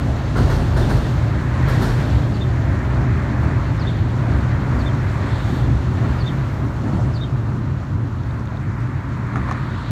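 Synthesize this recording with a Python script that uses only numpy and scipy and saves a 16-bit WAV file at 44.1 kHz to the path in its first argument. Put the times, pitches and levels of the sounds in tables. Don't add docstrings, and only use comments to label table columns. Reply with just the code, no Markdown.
import sys
import numpy as np
from scipy import signal
from scipy.fft import rfft, irfft
from scipy.io import wavfile
from scipy.ndimage import uniform_filter1d

SR = 44100
rng = np.random.default_rng(int(sys.argv[2]) if len(sys.argv) > 2 else 0)


def put_to_file(sound):
    columns = np.atleast_2d(sound).T
    safe = np.clip(columns, -1, 1)
    whole_steps = np.round(safe * 32767)
    wavfile.write(sys.argv[1], SR, whole_steps.astype(np.int16))


def boost(x):
    u = np.asarray(x, float) / 20
    return 10 ** u


N = 437016
FRAME_S = np.arange(0, N / SR + .01, .01)

# time_s, loss_db
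DISTANCE = [(0, -0.5), (2.3, 1.5), (6.2, -1), (7.1, -2.5), (7.6, -4), (8.6, -6.5), (9.91, -6.5)]
# time_s, load_db
RAIL_LOAD = [(0, -1), (.17, -0.5), (.8, 1.5), (1.2, 0.5), (1.7, 6.5), (2.05, 2), (2.35, -3.5), (2.75, 2.5),
             (3.55, 3), (4.1, -2.5), (4.3, 2.5), (5.3, 3.5), (5.78, -2.5), (6.1, 1.5), (6.45, 1),
             (6.8, -3.5), (7.5, -3), (8.0, -3.5)]

# freq_hz, density_db_per_hz
GIRDER_COLOUR = [(15, -41), (30, -26), (44, -3), (88, -3.5), (122, 4), (144, -2.5), (164, -12), (286, -15),
                 (476, -29), (593, -28), (700, -26), (910, -56)]
# start_db, distance_share, load_gain_db
GIRDER_BED = [(-33.5, 0.97, -13.5), (-27.5, 1.0, -0.5), (-22.5, 0.44, 0), (-31.5, 0.38, -21),
              (-36.5, 0.99, -19)]
# crest_s, level_db, length_s
BOOMS = [(0.07, -17.5, 0.017), (0.43, -15.5, 0.06), (0.8, -19.5, 0.103), (0.96, -14, 0.028),
         (1.25, -17.5, 0.09), (1.47, -22.5, 0.047), (1.65, -13.7, 0.03), (1.77, -16.5, 0.056),
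         (1.97, -17.5, 0.056), (2.16, -15.5, 0.035), (2.48, -15.5, 0.02), (2.69, -19, 0.045),
         (2.78, -21, 0.012), (3.0, -18.5, 0.088), (3.09, -15, 0.036), (3.41, -17.1, 0.024),
         (3.48, -17.5, 0.028), (3.57, -15.5, 0.019), (3.7, -18.5, 0.077), (4.03, -17, 0.039),
         (4.47, -17.5, 0.026), (4.54, -16.5, 0.018), (4.71, -19, 0.024), (4.81, -25, 0.033),
         (4.93, -17, 0.038), (5.05, -17.5, 0.031), (5.23, -22.5, 0.17), (5.34, -16.2, 0.015),
         (5.46, -18.3, 0.019), (5.63, -15.5, 0.021), (5.72, -14.5, 0.033), (5.86, -21, 0.1),
         (6.03, -17, 0.054), (6.23, -16.5, 0.027), (6.41, -21, 0.052), (6.64, -19, 0.02),
         (7.03, -17.5, 0.091), (7.15, -25, 0.022), (7.25, -23, 0.018), (7.34, -16.5, 0.023),
         (7.41, -18, 0.021), (7.5, -22, 0.045), (7.66, -23.0, 0.03), (7.73, -20, 0.033), (7.95, -19, 0.038),
         (8.03, -18, 0.017), (8.33, -22.5, 0.024), (8.59, -28, 0.031), (8.69, -17, 0.012),
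         (8.84, -21, 0.053), (8.96, -19.7, 0.022), (9.14, -29, 0.069), (9.26, -21.5, 0.022),
         (9.36, -21.5, 0.027), (9.53, -25, 0.021), (9.63, -25, 0.043), (9.75, -34, 0.018),
         (9.92, -17.5, 0.03),
         (0.54, -21.5, .05), (.7, -18, 0.033), (1.13, -21, 0.049), (2.245, -19.5, 0.065),
          (2.583, -20.5, .08), (3.907, -24.5, 0.055), (4.2, -20, .08), (4.325, -19.5, .07),
          (8.214, -25.5, .08)]
# crest_s, level_db, length_s
THUDS = [(0.09, -18.5, 0.05), (0.313, -33, 0.035), (0.44, -16, 0.039), (0.59, -22, 0.046),
         (0.767, -15.5, 0.032), (0.99, -23.8, 0.029), (1.18, -20.5, 0.049), (1.39, -20, 0.036),
         (1.505, -18, 0.034), (1.615, -22, 0.029), (1.753, -19.6, 0.029), (2.15, -14, 0.031),
         (2.537, -25, 0.094), (2.7, -20.6, 0.034), (2.84, -21, 0.047), (3.0, -21, 0.088),
         (3.148, -19, 0.028), (3.237, -31, 0.019), (3.44, -18.5, 0.043), (3.646, -25, 0.05),
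         (3.855, -25, 0.052), (4.025, -20, 0.032), (4.367, -17, 0.05), (4.547, -20, 0.028),
         (4.752, -19, 0.033), (4.844, -17, 0.025), (4.953, -24, 0.028), (5.103, -35, 0.062),
         (5.25, -33, 0.031), (5.337, -28, 0.023), (5.47, -27, 0.029), (5.65, -21, 0.054),
         (5.756, -16, 0.043), (5.905, -22.5, 0.034), (6.11, -19, 0.032), (6.217, -24.5, 0.035),
         (6.39, -40, 0.07), (6.65, -29, 0.034), (6.775, -27.5, 0.023), (6.96, -28, 0.034),
         (7.07, -21, 0.032), (7.317, -32, 0.026), (7.523, -32, 0.026), (7.7, -35, 0.031),
         (7.945, -34, 0.024), (8.084, -33, 0.041), (8.303, -25, 0.031), (8.48, -29.5, 0.036),
         (8.78, -34.9, 0.025), (8.96, -31.2, 0.022), (9.11, -30.5, 0.044), (9.218, -31.2, 0.032),
         (9.425, -24, 0.035), (9.51, -32.9, 0.025), (9.78, -39, 0.041)]
# crest_s, level_db, length_s
PLATES = [(0.07, -26, 0.061), (0.25, -34.5, 0.027), (0.407, -20, 0.047), (0.62, -23.5, 0.061),
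          (0.78, -22, 0.019), (0.91, -22, 0.064), (1.066, -28.5, 0.077), (1.376, -27, 0.045),
          (1.453, -30, 0.024), (1.603, -22, 0.018), (1.817, -19, 0.042), (2.074, -27.5, 0.11),
          (2.345, -27, 0.091), (2.553, -34, 0.02), (2.747, -29, 0.086), (3.07, -27, 0.15),
          (3.17, -29.5, 0.024), (3.32, -22.5, 0.025), (3.467, -25.5, 0.067), (3.714, -30.5, 0.023),
          (3.82, -31, 0.017), (3.897, -26.5, 0.04), (4.06, -28.5, 0.048), (4.333, -26.5, 0.16),
          (4.62, -25.8, 0.025), (4.777, -25, 0.094), (4.97, -26.1, 0.023), (5.244, -26.5, 0.028),
          (5.53, -22, 0.039), (5.697, -24.5, 0.041), (5.91, -27, 0.033), (6.045, -25.5, 0.085),
          (6.33, -26, 0.048), (6.65, -26, 0.031), (6.858, -24, 0.039), (6.947, -20.5, 0.029),
          (7.07, -26.7, 0.03), (7.257, -34.5, 0.042), (7.573, -27, 0.063), (7.69, -33.5, 0.049),
          (8.01, -32.5, 0.11), (8.396, -31.5, 0.032), (8.68, -33, 0.087), (8.895, -31, 0.019),
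          (9.12, -32, 0.045), (9.198, -27.5, 0.017), (9.388, -27, 0.07), (9.537, -29, 0.028),
          (9.65, -31.5, 0.032), (9.734, -29.5, 0.025)]
PLATE_DB = [-0.5, -8]
# centre_s, depth_db
LULLS = [(.2, -3), (1.01, -11), (1.41, -7), (2.82, -6), (3.05, -4), (3.66, -5), (4.1, -1), (5.28, -7),
         (5.4, -5), (5.81, -7), (6.28, -3), (6.72, -5), (7.29, -7), (7.85, -9), (8.5, -3), (8.91, -5),
         (9.02, -6), (9.29, -5), (9.84, -7)]
# centre_s, depth_db
DEEP_LULLS = [(.37, -12), (1.45, -5), (2.09, -7), (3.73, -6), (3.92, -5), (4.27, -6), (4.67, -6),
              (4.91, -9), (6.31, -8), (6.47, -6), (6.87, -7), (7.27, -6), (7.4, -7), (7.57, -7), (7.89, -5),
              (8.18, -5), (8.91, -8), (9.56, -6), (9.83, -5)]
LULL_S = 0.024
PIER_AXLE_DB, PIER_AXLE_S, PIER_EDGE_HZ = -20, 0.078, 58.6

# freq_hz, density_db_per_hz
ROLLING_COLOUR = [(180, -30), (300, -19), (371, 3.5), (441, -11), (593, -7), (764, -10.5), (872, -10.5),
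                  (1340, -13.5), (1830, -16), (2250, -22), (2890, -30.5), (3400, -27), (4420, -57),
                  (7480, -120)]
ROLLING_EDGES_HZ = [420, 900, 1500, 2600]
# start_db, distance_share, rail_load_share
ROLLING_BED = [(-37, 1, 0.15), (-38, 0.3, 0.66), (-40.5, 0.9, 0.87), (-50, 0.99, 0.072), (-57, 0.7, 0.13),
               (-65, 1, .1), (-68.5, 0.68, .1)]
# crest_s, level_db, length_s
FAR_JOINTS = [(2.19, -35, 0.037), (2.638, -45, 0.027), (2.85, -50, .08), (2.992, -36.5, 0.1),
              (3.43, -34.5, 0.071), (4.283, -34.5, 0.12), (4.77, -32, 0.092), (5.29, -37.5, 0.11),
              (5.633, -34.5, 0.11), (6.06, -34, .1), (6.6, -38, 0.063), (6.937, -33.5, 0.14),
              (8.422, -41, 0.04)]
FAR_JOINT_DB = [-1, -4.5, -13.5]

# start_s, clatter_db, sleeper_thud_db, rail_crack_db, web_ring_db, rim_ring_db
AXLES = [(0.35, -38.5, -27.5, -27.5, -16, -14), (0.486, -40, -28, -29.5, -6, 6),
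         (.755, -39, -26.5, -32, 16, -4), (0.883, -39.5, -29.5, -29.5, 15, 6),
         (1.668, -40, -28.5, -32.5, 0, 9), (1.803, -37, -28, -30, 6, 9)]
# freq_hz, density_db_per_hz
CLACK_COLOUR = [(88, -31), (150, -7.5), (404, 2), (501, -10), (970, -12), (1490, -19.5), (2770, -33.5),
                (4250, -28.5), (7770, -41), (9430, -39.5), (10400, -52), (12100, -45), (15600, -50)]
# freq_hz, t60_s
CLACK_T60 = [(2000, 0.83), (5000, 1), (9000, 1), (15000, 0.61)]
# freq_hz, width_hz, level_db, t60_s
RAIL_RINGS = [(3500, 700, -16, .5), (4300, 500, -16, .5), (5290, 400, -22, .5), (13370, 100, -36, 2.2),
              (11450, 150, -36, 2.5), (14500, 1500, -27, .3)]
# freq_hz, width_hz, level_db, t60_s
WEB_RING = (9510, 500, -27, .2)
# freq_hz, width_hz, level_db, t60_s
RIM_RINGS = [(11780, 600, -23, .25), (12500, 800, -27, .25), (11600, 300, -42, 1.6)]
# freq_hz, density_db_per_hz
THUD_COLOUR = [(300, -6), (382, 0), (472, -7), (972, -10), (1220, -15), (1470, -10.5), (2060, -22.5),
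               (2600, -33)]
CLACK_RISE_S, THUD_T60_S, CRACK_T60_S = 0.027, 0.68, 0.3

# start_s, body_db, body_hz, snap_db, rattle_db
KNOCKS = [(9.334, -28, 1100, -56, -36), (9.358, -14, 1250, -36, -26), (9.4879, -18, 1050, -56, -31),
          (9.5117, -15, 1120, -31, -25), (9.5115, -23, 2000, -60, -40), (9.3578, -24, 2100, -60, -40),
          (9.549, -23, 1100, -58, -34), (9.372, -22, 1300, -48, -31)]
# freq_hz, width_hz, level_db
RATTLE = [(800, 500, -4), (1200, 600, 0), (1750, 800, -4), (3900, 1500, -20), (6300, 2000, -20),
          (10500, 2000, -32)]
# start_s, peak_db, pitch_hz, length_cycles
TICKS = [(8.235, -42, 5300, 5), (8.2355, -43, 3600, 5), (8.309, -39, 3750, 8), (8.3956, -38, 5500, 3),
         (8.4568, -40, 6500, 4), (8.4737, -37, 3650, 6), (8.572, -36, 3750, 7), (8.8055, -45, 8000, 5),
         (9.092, -46, 7000, 4), (9.1755, -51, 13000, 6), (9.2713, -41, 7500, 3), (9.5248, -35, 5600, 6),
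         (9.5246, -34, 3900, 5), (8.545, -29, 660, 7), (8.521, -32, 750, 6), (3.797, -43, 5400, 40)]

# note_start_s, level_db, pitch_factor, slur_db, end_db, slur_top_hz
CHIRPS = [(.810, -43, .97, -2, 0, 5000), (2.404, -40, .97, -2, -5, 4750), (3.862, -41, .975, 2, -5, 4950),
          (4.853, -44, .96, 2, 2, 4750), (6.258, -39, .98, -1, 0, 5000), (7.205, -41, 1.0, 2, 2, 5200)]
# time_from_note_s, pitch_hz, level_db
SLUR = [(-.075, 4600, -24), (-.068, 5100, -8), (-.05, 4600, -4), (-.036, 4200, -2), (-.027, 3650, -8),
        (-.023, 3500, -20), (-.012, 3640, -9), (-.005, 3660, -22)]
# time_s, pitch_hz, level_db
NOTE = [(0, 3550, -14), (.008, 3650, 4), (.02, 3740, 7), (0.028, 3700, 4), (.036, 3300, 4),
        (.043, 3140, -10), (.048, 3100, -38)]

# freq_hz, density_db_per_hz
HISS_COLOUR = [(1060, -30), (1800, 0), (2880, -14), (3450, -16), (4370, -17), (5000, -22), (7120, -24),
               (10200, -36), (11900, -35), (14500, -40), (15600, -43)]
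HISS_EDGES_HZ = [2600, 4900, 7400, 10300, 17600]
# crest_s, level_db, length_s, tilt_db_per_band
BOGIES = [(0, -46.5, 0.39, 2), (.52, -43, 0.15, 2.5), (.92, -45, 0.32, 2.5), (1.8, -43, 0.16, 3.5),
          (2.1, -46.5, 0.26, 2.5)]
BOGIE_DB = [16, 5, -5, 0, -10, -19, -27]
# crest_s, level_db, length_s, tilt_db_per_band
TYRES = [(3.8, -55.5, 0.26, -1.5), (4.37, -53.5, 0.11, 2), (4.8, -52.5, 0.13, 3), (5.1, -55.5, .15, 2.5),
         (5.3, -54, 0.09, 2), (5.52, -52, 0.16, 3), (5.8, -56, 0.12, 0), (6.08, -51.5, 0.33, 0.5),
         (7.0, -57, 0.19, 4), (9.45, -62, 0.11, 2), (10.0, -51.5, 0.33, -3)]
TYRE_DB = [-4, 4, -5, 2.5, -6, -14, -27.5]
# crest_s, level_db, length_s, tilt_db_per_band
ROAD = [(7.5, -51, 0.092, -5), (8.35, -40, 0.11, 2), (8.8, -40, 0.33, 1), (9.5, -34.5, 0.42, 0.5)]
ROAD_DB = [-8, -0.5, -4, -21.5, -33, -34, -46]
# crest_s, level_db, length_s
WHINES = [(1.15, -54, .2), (2.1, -52, .2), (3.92, -52, .15), (5.35, -47, .14), (5.55, -50, .14),
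          (9.9, -50, .3)]
# freq_hz, width_hz, level_db
TREAD = [(3500, 1000, 1), (4200, 1000, -4), (7200, 1800, -15)]
# crest_s, level_db, length_s
GUSTS = [(5.1, -72, .08), (5.53, -65, .12), (6.08, -71, .12), (6.35, -70, .08), (6.55, -72, .2)]
# freq_hz, width_hz, level_db
LEAVES = [(8600, 2000, 0), (11700, 1400, -1), (13200, 2000, -1), (14800, 1200, -7)]
# freq_hz, width_hz, level_db
MIC_DIPS = [(2610, 450, 0), (4840, 88, -3.5), (10800, 250, -0.5), (10850, 220, 0.5)]
MIC_CUT_HZ, MIC_TOP_HZ = 42.6, 15700


def evened(x):
    return x / np.sqrt(np.mean(x ** 2) + 1e-20)


def read(points, hz):
    f, value = np.transpose(points)
    return np.interp(np.log(hz + 1), np.log(f + 1), value)


def follow(curve):
    return np.interp(FRAME_S, *np.transpose(curve))


def add(mix, s, sound):
    part = mix[round(s * SR):][:len(sound)]
    part += sound[:len(part)]


def swell(s, db, length_s):
    return boost(db) ** 2 / (1 + ((FRAME_S - s) / max(length_s, .01)) ** 2) ** 2


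def swells(rows):
    return sum(swell(*row) for row in rows)


def lull_db(rows):
    return sum(db * np.exp(-((FRAME_S - s) / LULL_S) ** 2) for s, db in rows)


def noise(colour, lo_hz, hi_hz, size=N):
    hz = np.fft.rfftfreq(size, 1 / SR) + 1

    def edge(f):
        return np.clip(np.log2(hz / f) / .3 + .5, 0, 1) * np.pi / 2

    gain = boost(read(colour, hz)) * np.sin(edge(lo_hz)) * np.cos(edge(hi_hz))
    return evened(irfft(rfft(rng.standard_normal(size)) * gain, size))


def smooth(x, size):
    return uniform_filter1d(uniform_filter1d(x, size), size)


def layers(colour, edges_hz, levels_db, steady_s, patchy_db):
    out, t = np.zeros(N), np.arange(N) / SR
    for lo, hi, db in zip(edges_hz, edges_hz[1:], levels_db):
        band = noise(colour, lo, hi)
        drift = smooth(band ** 2, int(steady_s * SR))
        patches = evened(smooth(rng.standard_normal(N), 1500))
        steady = band / np.sqrt(abs(drift) + 0.031)
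        out += evened(steady * boost(patchy_db * patches)) * boost(np.interp(t, FRAME_S, db))
    return out


def ring(t, hz, width_hz, db, t60_s):
    r = np.exp(-np.pi * width_hz / SR)
    drive = rng.standard_normal(len(t)) + 1j * rng.standard_normal(len(t))
    slow = signal.lfilter([1], [1, -2 * r, r * r], drive)
    return boost(db - 60 * t / t60_s) * evened((slow * np.exp(2j * np.pi * hz * t)).real)


def girders():
    loss = follow(DISTANCE)
    boom, thud, plates = swells(BOOMS), swells(THUDS), swells(PLATES)
    piers = sum(swell(s + PIER_AXLE_S, PIER_AXLE_DB, PIER_AXLE_S) for s, *_ in AXLES)
    low_plates, high_plates = boost(np.c_[PLATE_DB]) ** 2 * plates
    loads = [thud, thud, boom, boom, boom]
    extras = [piers, 0, 0, low_plates, high_plates]
    levels = []
    for (db, share, load_db), load, extra in zip(GIRDER_BED, loads, extras):
        power = boost(db + share * loss) ** 2 + boost(load_db) ** 2 * load + extra
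        levels.append(10 * np.log10(power))
    levels[1] += lull_db(DEEP_LULLS)
    levels[2] += lull_db(LULLS)
    edges_hz = [10, PIER_EDGE_HZ, 85, 160, 290, 420]
    return layers(GIRDER_COLOUR, edges_hz, levels, steady_s=.03, patchy_db=.1)


def band_levels():
    loss, load = follow(DISTANCE), follow(RAIL_LOAD)
    power = np.array([boost(db + far * loss + hard * load) ** 2 for db, far, hard in ROLLING_BED])
    power[:3] += boost(np.c_[FAR_JOINT_DB]) ** 2 * swells(FAR_JOINTS)
    step = np.c_[range(len(ROLLING_BED))] - 3
    for rows, colour_db in [(BOGIES, BOGIE_DB), (TYRES, TYRE_DB), (ROAD, ROAD_DB)]:
        for s, db, length_s, tilt_db in rows:
            power += swell(s, db, length_s) * boost(np.c_[colour_db] + tilt_db * step) ** 2
    return 10 * np.log10(power)


def rolling():
    return layers(ROLLING_COLOUR, ROLLING_EDGES_HZ, band_levels()[:3], steady_s=0.32, patchy_db=0.84)


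def clack(db, thud_db, crack_db, web_db, rim_db):
    t = np.arange(SR) / SR
    hz, frames, z = signal.stft(noise(CLACK_COLOUR, 2600, HISS_EDGES_HZ[-1], size=SR), SR, nperseg=256)
    decay = boost(-60 * frames / read(CLACK_T60, hz)[:, None])
    clatter = signal.istft(z * decay, SR, nperseg=256)[1][:SR]
    rings = sum(ring(t, *row) for row in RAIL_RINGS)
    rings += boost(web_db) * ring(t, *WEB_RING)
    rings += boost(rim_db) * sum(ring(t, *row) for row in RIM_RINGS)
    crest = 1 + 0.078 * np.exp(-(np.maximum(t - CLACK_RISE_S, 0) / 0.092) ** 2)
    rise = np.sin(np.clip(t / CLACK_RISE_S, 0, 1) * np.pi / 2) ** 2
    fade = np.clip((1 - t) * 5, 0, 1)
    thud_fall = boost(thud_db - 60 * np.maximum(t - .05, 0) / THUD_T60_S)
    crack_fall = boost(crack_db - 60 * np.maximum(t - .035, 0) / CRACK_T60_S)
    thud = noise(THUD_COLOUR, 334, 880, size=SR) * thud_fall
    thud += noise(THUD_COLOUR, 910, 2360, size=SR) * crack_fall
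    return boost(db) * (clatter + 2 * rings) * crest * rise * fade + thud * np.clip(t / 0.014, 0, 1)


def knock(body_db, body_hz, snap_db, rattle_db):
    density = .03
    grit = rng.standard_normal(2200) * (rng.random(2200) < density)
    grit *= boost(rattle_db - 60 * np.arange(2200) / SR / .25)
    bounce = sum(tick(db, hz, 2 * hz / width) for hz, width, db in RATTLE)
    bounce = bounce / np.linalg.norm(bounce) / np.sqrt(density)
    rattle = np.convolve(grit, bounce)[:1800] * np.hanning(3600)[1800:]
    snap = tick(snap_db, 6200, 4.5) + tick(snap_db - 11, 10500, 9)
    return tick(body_db, body_hz, 4.2) + snap + rattle


def tick(db, hz, cycles):
    turns = np.arange(1800) / SR * hz
    u = 4 * turns / cycles
    return boost(db) * np.sin(2 * np.pi * turns) * u * np.exp(1 - u)


def chirp(db, pitch, slur_db, end_db, top_hz):
    s, hz, level = np.transpose(SLUR + NOTE)
    t = np.arange(s[0], s[-1], 1 / SR)
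    flutter = rng.standard_normal((2, len(t)))
    shake, waver = (evened(np.convolve(v, np.hanning(160), "same")) for v in flutter)
    rough = np.interp(t, [-.02, 0], [.5, .3])
    bend = np.interp(t, [-.068, -.045, -.03, -.02], [top_hz / hz.max(), 1, 1, pitch])
    turns = np.cumsum(bend * np.interp(t, s, hz) * (1 + .04 * rough * waver)) / SR
    parts_db = np.interp(t, [-.006, -.004, .027, .034], [slur_db, 0, 0, end_db])
    gain = boost(db + np.interp(t, s, level) + parts_db)
    tone = np.sin(2 * np.pi * turns) * (1 + rough * shake) * gain
    echo = rng.standard_normal(3000) * boost(-31 - 60 * np.arange(3000) / SR / .13)
    echo[0] = 1
    return signal.fftconvolve(tone * signal.windows.tukey(len(t), .1), echo)


def hiss():
    return layers(HISS_COLOUR, HISS_EDGES_HZ, band_levels()[3:], steady_s=0.19, patchy_db=1.0)


def resonant_noise(rows, resonances):
    t = np.arange(N) / SR
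    tone = sum(ring(t, hz, width, db, t60_s=np.inf) for hz, width, db in resonances)
    return tone * np.interp(t, FRAME_S, np.sqrt(swells(rows)))


def tread_whine():
    return resonant_noise(WHINES, TREAD)


def leaves():
    return resonant_noise(GUSTS, LEAVES)


def scene():
    mix = girders() + rolling() + hiss() + tread_whine() + leaves()
    for s, *row in AXLES:
        add(mix, s, clack(*row))
    for s, *row in KNOCKS:
        add(mix, s, knock(*row))
    for s, *row in TICKS:
        add(mix, s, tick(*row))
    for s, *row in CHIRPS:
        add(mix, s + SLUR[0][0], chirp(*row))
    return mix[None]


def top_cut(x):
    return signal.sosfilt(signal.butter(12, 15790, fs=SR, output="sos"), x)


def record(dry):
    hz = np.fft.rfftfreq(N, 1 / SR)
    colour = boost(sum(db * np.exp(-((hz - f) / width) ** 2) for f, width, db in MIC_DIPS))
    colour = colour / np.sqrt(1 + (MIC_CUT_HZ / (hz + 1)) ** 12 + (hz / MIC_TOP_HZ) ** 200)
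    heard = np.tanh(irfft(rfft(dry) * colour, N))
    return top_cut(heard)


dry = scene()
out = record(dry)
put_to_file(out)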